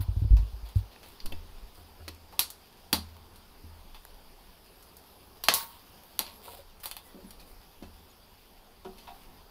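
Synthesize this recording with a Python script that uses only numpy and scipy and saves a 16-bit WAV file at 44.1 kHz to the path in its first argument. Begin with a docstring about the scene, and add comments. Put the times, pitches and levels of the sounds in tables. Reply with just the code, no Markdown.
"""A puff of steam and low thumps of a hand on the camera, then sharp pops: a corn cob roasts over a gas
flame in a tiled kitchen corner, heard from the microphone of a hand-held camera. Kernels burst and
puff steam, and the near tiles answer each pop. The cob knocks the sheet-metal stove into ringing, its
dry husk scrapes the pan stand, faint thin tones come and go, and the burner hisses throughout."""
import sys
import numpy as np
from scipy import signal
from scipy.io import wavfile
from scipy.ndimage import uniform_filter1d

SR = 44100
rng = np.random.default_rng(int(sys.argv[2]) if len(sys.argv) > 2 else 0)


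def unload_audio(sound):
    """Save the sound as a 16-bit wav file, at the path given as the first command line argument."""
    columns = np.transpose(np.atleast_2d(sound))
    # keep every value between -1 and 1, then stretch to whole-number steps
    steps = np.round(np.clip(columns, -1, 1) * 32767)
    wavfile.write(sys.argv[1], SR, steps.astype(np.int16))


N = 418950


def pops():
    """Pops, a snap in a short tear of noise; cob and hollow ring, the corner answers."""
    # Each row: start in seconds, level in dB, treble and low end in dB, tear decay in ms,
    # room and cob ring in dB, favoured cob pitch in Hz, hollow ring in dB.
    # The loudest pop is followed 3 ms later by a duller echo.
    pop_rows = [(0.3688, -25, -1, 9, 1, 3, -10, 2550, -12), (0.689, -39, 15.5, -8, 1.8, -2, -14, 4700, -20),
                (0.7578, -33.5, 9, -8, 1.6, 5, -10, 1600, -16),
                (0.961, -35, -1, 13.5, 2.7, -4, 1, 2680, -2),
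                (1.0307, -30.5, -1, 10, 1.5, 3.5, -4, 2630, -15),
                (1.087, -41, 16, -8, 1.8, -10, -10, 4700, -20),
                (1.2026, -28.5, 2, -15, 1.7, -6.5, 7.5, 4060, -22),
                (1.2585, -15.5, 7, -2, 5.6, -6.5, -8, 4700, -12),
                (1.3222, -21, 4, -3, 3.4, -7.5, 3, 2820, -8),
                (2.0799, -13, 1.5, -28, 11, -7.5, -3, 2760, -20),
                (2.1477, -41, 16, -2, 1.8, -7.5, -5, 5110, -15), (2.325, -32, 4, 14, 2, 4.5, -15, 3800, 2),
                (2.3932, 1, 10.5, -22, 1.9, -1, -8.5, 4560, -36),
                (2.5024, -22, 14.5, -20, 3.8, -4, -10, 4890, -22),
                (2.9291, 3.5, 6.5, 2, 4, -2.5, -6.5, 4340, -31),
                (3.1662, -33.5, 4, 12, 2.8, -9, -3, 2760, -5),
                (3.359, -37.5, 12, -4, 1.4, 3, -3, 4790, -12), (3.9458, -31, 4, 8, 3.7, 3, 3, 3480, -6),
                (4.0512, -27.5, 8.5, 11.5, 1.6, -16, -7, 1870, -10),
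                (4.8266, -35, 12, -12, 1.8, 1, -9, 4150, -20),
                (4.9683, -37.5, 18.5, -8, 2.9, -2, 4, 5070, -16),
                (5.4382, -8, 8, -5, 2.2, -3, -6, 4400, -12), (5.4853, 7.5, 1, 8, 1.4, -4.5, -4, 3230, -7),
                (5.488, 0.5, -12, -6, 0.97, 0, -4.5, 2040, -28),
                (5.539, -3.5, 12.5, -5, 1.1, 3.5, -18, 4720, -15),
                (6.0356, -34, 8, -3, 1.3, -11, -4, 3770, -12),
                (6.192, -0.5, 8.5, 1.5, 0.69, -5.5, -5, 4250, -17.5),
                (6.265, -27, 2, -5, 2.5, 3, 3, 3600, -5), (6.8016, -37.5, 13, -3, 1.8, 5, -3, 3470, -12),
                (6.8575, -17, 13.5, 3.5, .8, 0, 1, 4270, -21), (6.872, -34, -2, -6, 1.2, -10, 0, 3550, -19),
                (6.9135, -16, 10.5, -4, 0.61, -4.5, 0, 3500, -24),
                (6.9668, -20, 10, -3, 2.4, -3.5, 2, 3800, -10),
                (7.3068, -28, 12.5, -12, 4.4, -4, 0, 4340, -15),
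                (7.826, -36.5, -9, 10, 1.7, 8, -3, 2600, -14), (7.3976, -35, 3, -9, 1.8, 9, -14, 2460, -20),
                (8.848, -34, -7, 15, 2.5, 3, -1, 3280, -13), (8.9811, -36, 4.5, -8, 2, 10, -3, 3160, -4),
                (9.0724, -42, 3, 22, 1.3, 7, 8, 2880, 5)]
    # Spectrum of a pop. Each row: frequency in Hz, relative level in dB.
    pop_colour = [(240, -37.5), (400, -11.5), (715, -12), (914, -8.5), (1420, -15.5), (1710, -19.5),
                  (2250, -16.5), (2430, -15.5), (3790, -4.5), (4420, -3.5), (6280, -14.5), (7900, -20.5),
                  (9800, -16), (12100, -15), (15500, -21)]
    # The air under the pan stand rings. Each row: pitch in Hz, relative level in dB, t60 in seconds.
    hollow_modes = [(913, -3, 0.71), (915, 6, 0.44), (924, 10, .09), (938, -3, 0.83), (1010, -2, 0.16),
                    (1010, -3, 0.25), (1101, 5, 0.43), (1184, -12.5, 0.097)]
    # The cob's woody modes, in Hz.
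    cob_hz = [1710, 1980, 2676, 3130, 3445, 3640, 4330, 4700, 4790, 5730]
    cob_t60_s, cob_octaves = 0.022, 0.42
    t, out = np.arange(600) / SR, np.zeros(N)
    rooms = [corner() for _ in range(3)]
    colour = impulse_response(pop_colour)
    colour = np.pad(colour / np.linalg.norm(colour), (0, 10000))
    top = signal.sosfilt(butter(2, 7500, "high"), colour)
    bottom = signal.sosfilt(butter(2, 1700, "low"), colour)
    middle = colour - top - bottom
    body = signal.sosfilt(butter(2, 420, "high"), bottom)  # a kernel is too small for bass
    hollow = ringing(hollow_modes, len(colour))
    tears = rng.standard_normal((len(pop_rows), len(t)))
    for k, (s, db, treble_db, low_db, ms, room_db, cob_db, centre_hz, hollow_db) in enumerate(pop_rows):
        click = middle + amp(treble_db) * top + amp(low_db) * body + amp(hollow_db) * hollow
        cob_modes = [(hz, -10 * (np.log2(hz / centre_hz) / cob_octaves) ** 2, cob_t60_s) for hz in cob_hz]
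        click += amp(cob_db) * ringing(cob_modes, len(click))  # modes near the favoured pitch lead
        age = t * 1000 / ms
        tear = tears[k] * np.minimum(age * 18, 1) * np.exp(-age)
        tear /= np.linalg.norm(tear)
        tear[20] -= 0.42  # the snap comes half a millisecond into the tear
        add(out, s, amp(db) * signal.fftconvolve(tear, click))
        add(out, s, amp(db + room_db) * signal.fftconvolve(click, rooms[k % 3]))
    return out


def knocks():
    """The cob sets the stove's sheet metal ringing, most of all near the touched spot's favoured pitch."""
    # Each row: start in seconds, ring level in dB, favoured pitch in Hz, spread in octaves,
    # boom level in dB, contact time in ms.
    contacts = [(1.251, -36.5, 298, 0.8, -46, 7.6), (1.318, -35, 332, 1.35, -38, 1.7),
                (1.772, -41.5, 590, 1.9, -49, 9.4), (2.0, -43, 610, 1.8, -41.5, 5.5),
                (2.075, -41, 395, 0.79, -54, 3.3), (2.391, -40.5, 356, 1.1, -56.5, 1.3),
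                (2.927, -23.5, 225, 0.86, -35.5, 1.1), (3.637, -49, 200, 1.2, -42.5, 1.5),
                (3.84, -51, 200, 1.5, -53.5, 6), (5.484, -33.5, 222, 0.83, -61, 6.3),
                (6.19, -40.5, 260, 1.2, -69, 1.8), (6.468, -38, 467, 0.23, -63, 24),
                (6.48, -39, 960, 0.41, -66, 2.6), (6.53, -39, 705, 0.84, -63, 9.7),
                (6.59, -35, 574, 0.24, -65, 2.6), (7.141, -34.5, 308, 1.06, -60, 16),
                (7.18, -39.5, 435, 0.5, -60, 7.6), (7.232, -40, 198, 0.71, -66, 7.5),
                (7.821, -33.5, 255, 1.65, -46.5, 6.7), (8.848, -31, 377, 0.23, -69, 17),
                (8.848, -40.5, 205, 0.37, -64, 12), (8.849, -33, 803, 0.78, -72, 7.7),
                (9.073, -30, 870, 0.51, -69, 20)]
    # Modes of the sheet. Each row: pitch in Hz, relative level in dB, t60 in seconds.
    stove_modes = [(190.2, 4, 0.25), (226.3, 2, 0.26), (284, 5, 0.15), (311.6, 9.5, 0.077),
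                   (377, 0.5, 0.21), (458.4, -7.5, 0.3), (557, 10, 0.079), (713, 5.5, 0.19), (782, -4, 0.3),
                   (955, 7.5, 0.1), (1110, -1, 0.12), (1317, 13, 0.061), (1452, 13, 0.086),
                   (1670, 11, 0.086), (2390, -6, .05), (2850, 21, .06), (3400, -6, .05)]
    boom_hz, boom_t60_s = 81, 0.85  # the whole stove top
    t, out = np.arange(SR * 3 // 4) / SR, np.zeros(N)
    hz, mode_db, t60 = np.transpose(stove_modes)[:, :, None]
    phases = 2 * np.pi * rng.random((len(contacts), len(stove_modes), 1))
    rattle = unit(uniform_filter1d(rng.standard_normal((len(contacts), len(t))), size=300, axis=1))
    boom = dying_sine(t, boom_hz, boom_t60_s)
    for k, (s, db, centre_hz, octaves, boom_db, ms) in enumerate(contacts):
        weights = amp(mode_db - 10 * (np.log2(hz / centre_hz) / octaves) ** 2)
        ring = (weights * dying_sine(t, hz, t60, phases[k])).sum(0) / np.linalg.norm(weights)
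        ring *= 1 + 0.3 * rattle[k]  # the loose stand rattles against the sheet
        attack = 1 - np.exp(-t * 1000 / ms)
        add(out, s, (amp(db) * ring + amp(boom_db) * boom) * attack)
    return out


def steam():
    """Steam rushes from a split kernel: bright noise that rises, holds and dies away."""
    # Each row: start, rise and hold in seconds, level in dB, t60 in seconds.
    puffs = [(0.005, 0.0033, 0.0086, -39.5, 0.1), (5.554, .004, 0.054, -34, 0.34),
             (6.832, .006, .002, -31.5, 0.12), (6.906, .005, 0.017, -61, .2), (9.08, .01, 0.064, -72, 0.59)]
    # Spectrum of the rush. Each row: frequency in Hz, relative level in dB.
    steam_colour = [(400, -15), (1000, 5), (2500, -1.5), (4600, 4), (6000, -12), (7800, -9), (10000, 2),
                    (12300, -1.5), (15500, 9)]
    t, level = np.arange(SR // 2) / SR, np.zeros(N)
    for s, rise, hold, db, t60 in puffs:
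        fall_db = 60 * np.maximum(t - rise - hold, 0) / t60
        add(level, s, np.minimum(t / rise, 1) * amp(db - fall_db))
    return level * noise(steam_colour, patchy_db=2.5, size=256)


def husk():
    """Dry leaves scrape the stand in dense uneven grains; each stroke swells quickly and dies slowly."""
    # Each row: start and length in seconds, level in dB, treble lift in dB.
    strokes = [(0.644, 0.099, -56, 3), (0.768, .05, -59, 10), (0.91, 0.059, -57.5, -1),
               (1.025, 0.15, -58, 11.5), (1.726, 0.13, -68, 18), (5.71, 0.12, -60, 10),
               (6.214, 0.13, -53, 4), (6.34, .03, -60, 6), (6.425, .2, -53, 14.5), (7.038, 0.067, -75, 31),
               (7.46, 0.099, -71, 23)]
    # Spectrum of a grain. Each row: frequency in Hz, relative level in dB.
    husk_colour = [(180, -35), (300, -53), (446, -25), (509, -3.5), (985, -4), (1420, -16), (3230, -5.5),
                   (4880, -8.5), (5480, -30), (9930, -24), (15500, -22)]
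    grains_per_s, peak_share = 3000, 0.2
    grains = amp(1.2 * rng.exponential(1, N)) * (rng.random(N) < grains_per_s / SR)
    grains *= rng.standard_normal(N)
    rustle = unit(signal.oaconvolve(grains, impulse_response(husk_colour))[:N])
    top = signal.sosfiltfilt(butter(4, 7000, "high"), rustle)
    t, out = np.arange(N) / SR, np.zeros(N)
    for s, length, db, treble_db in strokes:
        swell = np.sqrt(np.interp(t, [s, s + peak_share * length, s + length], [0, 1, 0]))
        out += amp(db) * swell * (rustle - top + amp(treble_db) * top)
    return out


def grip():
    """Handling noise at the microphone: bumps ring the camera body over a lumpy rumble."""
    # Each row: start in seconds, then levels of the middle, low and top mode in dB.
    bumps = [(0.0, -20, -29, -34), (.083, -19.5, -21, -37.5), (0.164, -19, -21.5, -34),
             (0.218, -15.5, -44, -30), (0.245, -15.5, -21, -32), (0.307, -53, -7.5, -39),
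             (0.328, -17.5, -11.5, -28), (0.391, -36, -14, -49), (.425, -28.5, -53, -45),
             (0.533, -42, -28, -58), (0.629, -51, -30.5, -62), (0.758, -12, -22, -37)]
    # The body's middle, low and top mode. Each row: pitch in Hz, t60 in seconds.
    camera_modes = [(96.2, 0.14), (52.5, 0.26), (270.5, 0.045)]
    # Rumble of the grip. Each row: time in seconds, level in dB.
    rumble_levels = [(0.85, -62), (1.16, -58), (1.28, -54), (1.55, -51), (1.67, -40.5), (1.8, -56.5),
                     (2.3, -55.5), (2.8, -59), (2.95, -62), (3.43, -59), (3.7, -48), (3.98, -50),
                     (4.15, -62), (5.5, -63), (6.4, -57.5), (7.6, -56), (8.9, -59.5), (9.3, -57),
                     (9.5, -55)]
    # Its spectrum. Each row: frequency in Hz, relative level in dB.
    rumble_colour = [(8, -14), (20, 26.5), (50, 16), (80, -6), (150, -58), (400, -64)]
    press_at_s, press_in_s, press_db = 1.232, 0.056, -25  # the hand presses the camera once
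    out = gain_curve(rumble_levels) * noise(rumble_colour, patchy_db=2.5, size=4096)
    t = np.arange(SR // 2) / SR
    attack = 1 - np.exp(-t / 0.0025)
    modes = np.array([dying_sine(t, hz, t60) * attack for hz, t60 in camera_modes])
    modes[1] *= -1  # the low mode starts by swinging the other way
    for s, *levels_db in bumps:
        add(out, s, amp(levels_db) @ modes)
    size = round(press_in_s * SR)
    press = np.concatenate([np.hanning(size), -np.hanning(2 * size) / 2])  # in, then slowly back
    add(out, press_at_s, amp(press_db) * press)
    return out


def thin_tones():
    """Faint, thin, fuzzy high tones, some gliding in pitch."""
    # Each row: start and length in seconds, first and last pitch in Hz, level in dB, width in Hz.
    tones = [(4.747, 0.1, 11750, 11900, -64, 150), (5.04, .12, 11600, 11300, -66, 250),
             (5.13, 0.18, 10300, 10300, -71, 220), (6.028, 0.098, 12700, 11000, -66, 200),
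             (6.216, 0.099, 11500, 11600, -65, 200), (6.301, 0.1, 11100, 11800, -61, 200),
             (7.048, 0.086, 2000, 1970, -67.5, 8.7), (7.261, 0.042, 11100, 9300, -62, 250),
             (7.392, 0.046, 2470, 2500, -61.5, 16), (8.099, 0.021, 6750, 6750, -63, 34)]
    out = np.zeros(N)
    for s, length, start_hz, end_hz, db, width_hz in tones:
        size = round(length * SR)
        fuzz = uniform_filter1d(rng.standard_normal((2, SR // 4)), round(SR / width_hz / 2))[:, :size]
        carrier = np.exp(2j * np.pi * np.cumsum(np.geomspace(start_hz, end_hz, size)) / SR)
        tone = unit((carrier * (unit(fuzz[0]) + 1j * unit(fuzz[1]))).real)
        add(out, s, amp(db) * tone * signal.windows.tukey(size, 0.5))
    return out


def burner():
    """The gas jet hisses above the flame's soft roar, with tiny sizzles."""
    # The burner fades a little as the camera moves. Each row: time in seconds, hiss and roar in dB.
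    levels = [(0.0, -59.5, -57.5), (1.3, -58.5, -57.5), (2.5, -59.5, -58.5), (4.6, -60.5, -59),
              (5.4, -60, -58), (6.3, -57.5, -57), (6.7, -61, -60), (7.1, -60, -57.5), (8.3, -60.5, -60.5),
              (8.8, -61.5, -60), (9.1, -57.5, -56.5), (9.5, -62, -58)]
    # Spectra of jet and flame. Each row: frequency in Hz, relative level in dB.
    hiss_colour = [(820, -13.5), (1400, -4.5), (2070, -4.5), (2560, -2.5), (3460, -1.5), (4070, -4.5),
                   (4780, 1), (5840, -9), (7820, -15), (9960, -6), (10900, -9), (12300, -2.5), (14000, -9),
                   (15500, -6.5)]
    roar_colour = [(44, -5.5), (75, 4), (129, -12), (178, -3.5), (324, -9), (395, -5), (559, -10),
                   (890, -7.5), (976, -8.5), (1800, -22.5), (2340, -79), (3960, -120)]
    # The top of the hiss drifts. Each row: time in seconds, treble lift in dB.
    treble_lift = [(0, -2), (1.3, -2), (2.2, -2.5), (4.5, 0), (4.95, 0.5), (6.4, 1), (6.65, -2), (7.1, 0),
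                   (8.7, -1.5), (9.5, 0.5)]
    sizzles_per_s, sizzle_db = 30, -10.5
    ticks = amp(3.5 * np.minimum(rng.exponential(1, N), 2.5)) * (rng.random(N) < sizzles_per_s / SR)
    ticks *= rng.choice([-1, 1], N)
    sizzle = signal.oaconvolve(ticks, impulse_response(hiss_colour))[:N]
    sizzle += signal.oaconvolve(sizzle, corner())[:N]
    hiss = noise(hiss_colour, patchy_db=1.7, size=1024) + amp(sizzle_db) * unit(sizzle)
    top = signal.sosfiltfilt(butter(4, 8500, "high"), hiss)
    hiss = hiss - top + gain_curve(treble_lift) * top
    roar = noise(roar_colour, patchy_db=1.6, size=2048)
    return gain_curve(levels) * hiss + gain_curve(levels, column=2) * roar


def corner():
    """Impulse response of the tiled corner: dense reflections, each band dying at its own speed."""
    # Each row: frequency in Hz, t60 in seconds.
    decay_times = [(300, 0.3), (1000, 0.44), (2500, 0.38), (5000, 0.48), (9000, 0.42), (14000, 0.2)]
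    size = SR // 2
    hz, frame_s, spectra = signal.stft(rng.standard_normal(size), SR, nperseg=128)
    decay = amp(-60 * frame_s / at_hz(decay_times, hz)[:, None])
    tail = signal.istft(spectra * decay, SR, nperseg=128)[1][:size]
    t = np.arange(size) / SR
    onset = np.clip((t - 0.0015) / 0.0027, 0, 1)
    tail *= onset * (1 + 13.4 * np.exp(-t / 0.041))  # near walls answer first and strongest
    return tail / np.linalg.norm(tail)


def noise(colour, patchy_db, size):
    """Coloured noise of rms 1 with drifting patches of level."""
    hop = size // 4
    frames, hz = N // hop + 5, np.fft.rfftfreq(size, 1 / SR)
    real, imag, patches = rng.standard_normal((frames, len(hz), 3)).T
    patches = unit(uniform_filter1d(uniform_filter1d(patches, size=16, axis=0), size=10, axis=1))
    spectra = (real + 1j * imag) * amp(at_hz(colour, hz)[:, None] + patchy_db * patches)
    return unit(signal.istft(spectra, nperseg=size, noverlap=size - hop)[1][:N])


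def impulse_response(colour, size=4096):
    """A click with the given spectrum and nothing before the hit (minimum phase)."""
    log_gain = np.log(amp(np.maximum(at_hz(colour, np.fft.rfftfreq(size, 1 / SR)), -60)))
    mirrored = np.concatenate([log_gain, log_gain[-2:0:-1]])
    return np.fft.ifft(np.exp(np.conj(signal.hilbert(mirrored)))).real[:size // 2]


def ringing(modes, size):
    """Dying modes with a total energy of 1."""
    hz, db, t60 = np.transpose(modes)[:, :, None]
    ring = (amp(db) * dying_sine(np.arange(size) / SR, hz, t60)).sum(0)
    return ring / np.linalg.norm(ring)


def dying_sine(t, hz, t60, phase=0):
    """One mode, falling 60 dB in t60 seconds."""
    return amp(-60 * t / t60) * np.sin(2 * np.pi * hz * t + phase)


def butter(order, hz, kind):
    """High-pass or low-pass filter sections."""
    return signal.butter(order, hz, kind, fs=SR, output="sos")


def amp(db):
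    """Decibels to gain."""
    return 10 ** (np.asarray(db) / 20)


def unit(x):
    """Scales to rms 1."""
    return x / np.sqrt(np.mean(x ** 2) + 1e-20)


def at_hz(points, hz):
    """Reads a table on a log-frequency axis."""
    points_hz, values = np.transpose(points)
    return np.interp(np.log(hz + 1), np.log(points_hz + 1), values)


def gain_curve(rows, column=1):
    """A table's dB column as a gain at every sample."""
    rows = np.array(rows)
    return amp(np.interp(np.arange(N) / SR, rows[:, 0], rows[:, column]))


def add(mix, s, sound):
    """Mixes a sound in at s seconds."""
    part = mix[round(s * SR):][:len(sound)]
    part += sound[:len(part)]


def scene():
    """All sources as they meet at the microphone, in mono."""
    return (pops() + knocks() + grip() + burner() + husk() + steam() + thin_tones())[None]


def record(dry):
    """The camera lowers the top band, then cuts everything above it."""
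    shelf_hz, edge_hz, shelf_gain = 15650, 16500, amp(-32)
    shelf, edge = [signal.firwin(801, hz, window=("kaiser", 9), fs=SR) for hz in (shelf_hz, edge_hz)]
    return signal.oaconvolve(dry, ((1 - shelf_gain) * shelf + shelf_gain * edge)[None], "same")


dry = scene()
out = record(dry)
unload_audio(out)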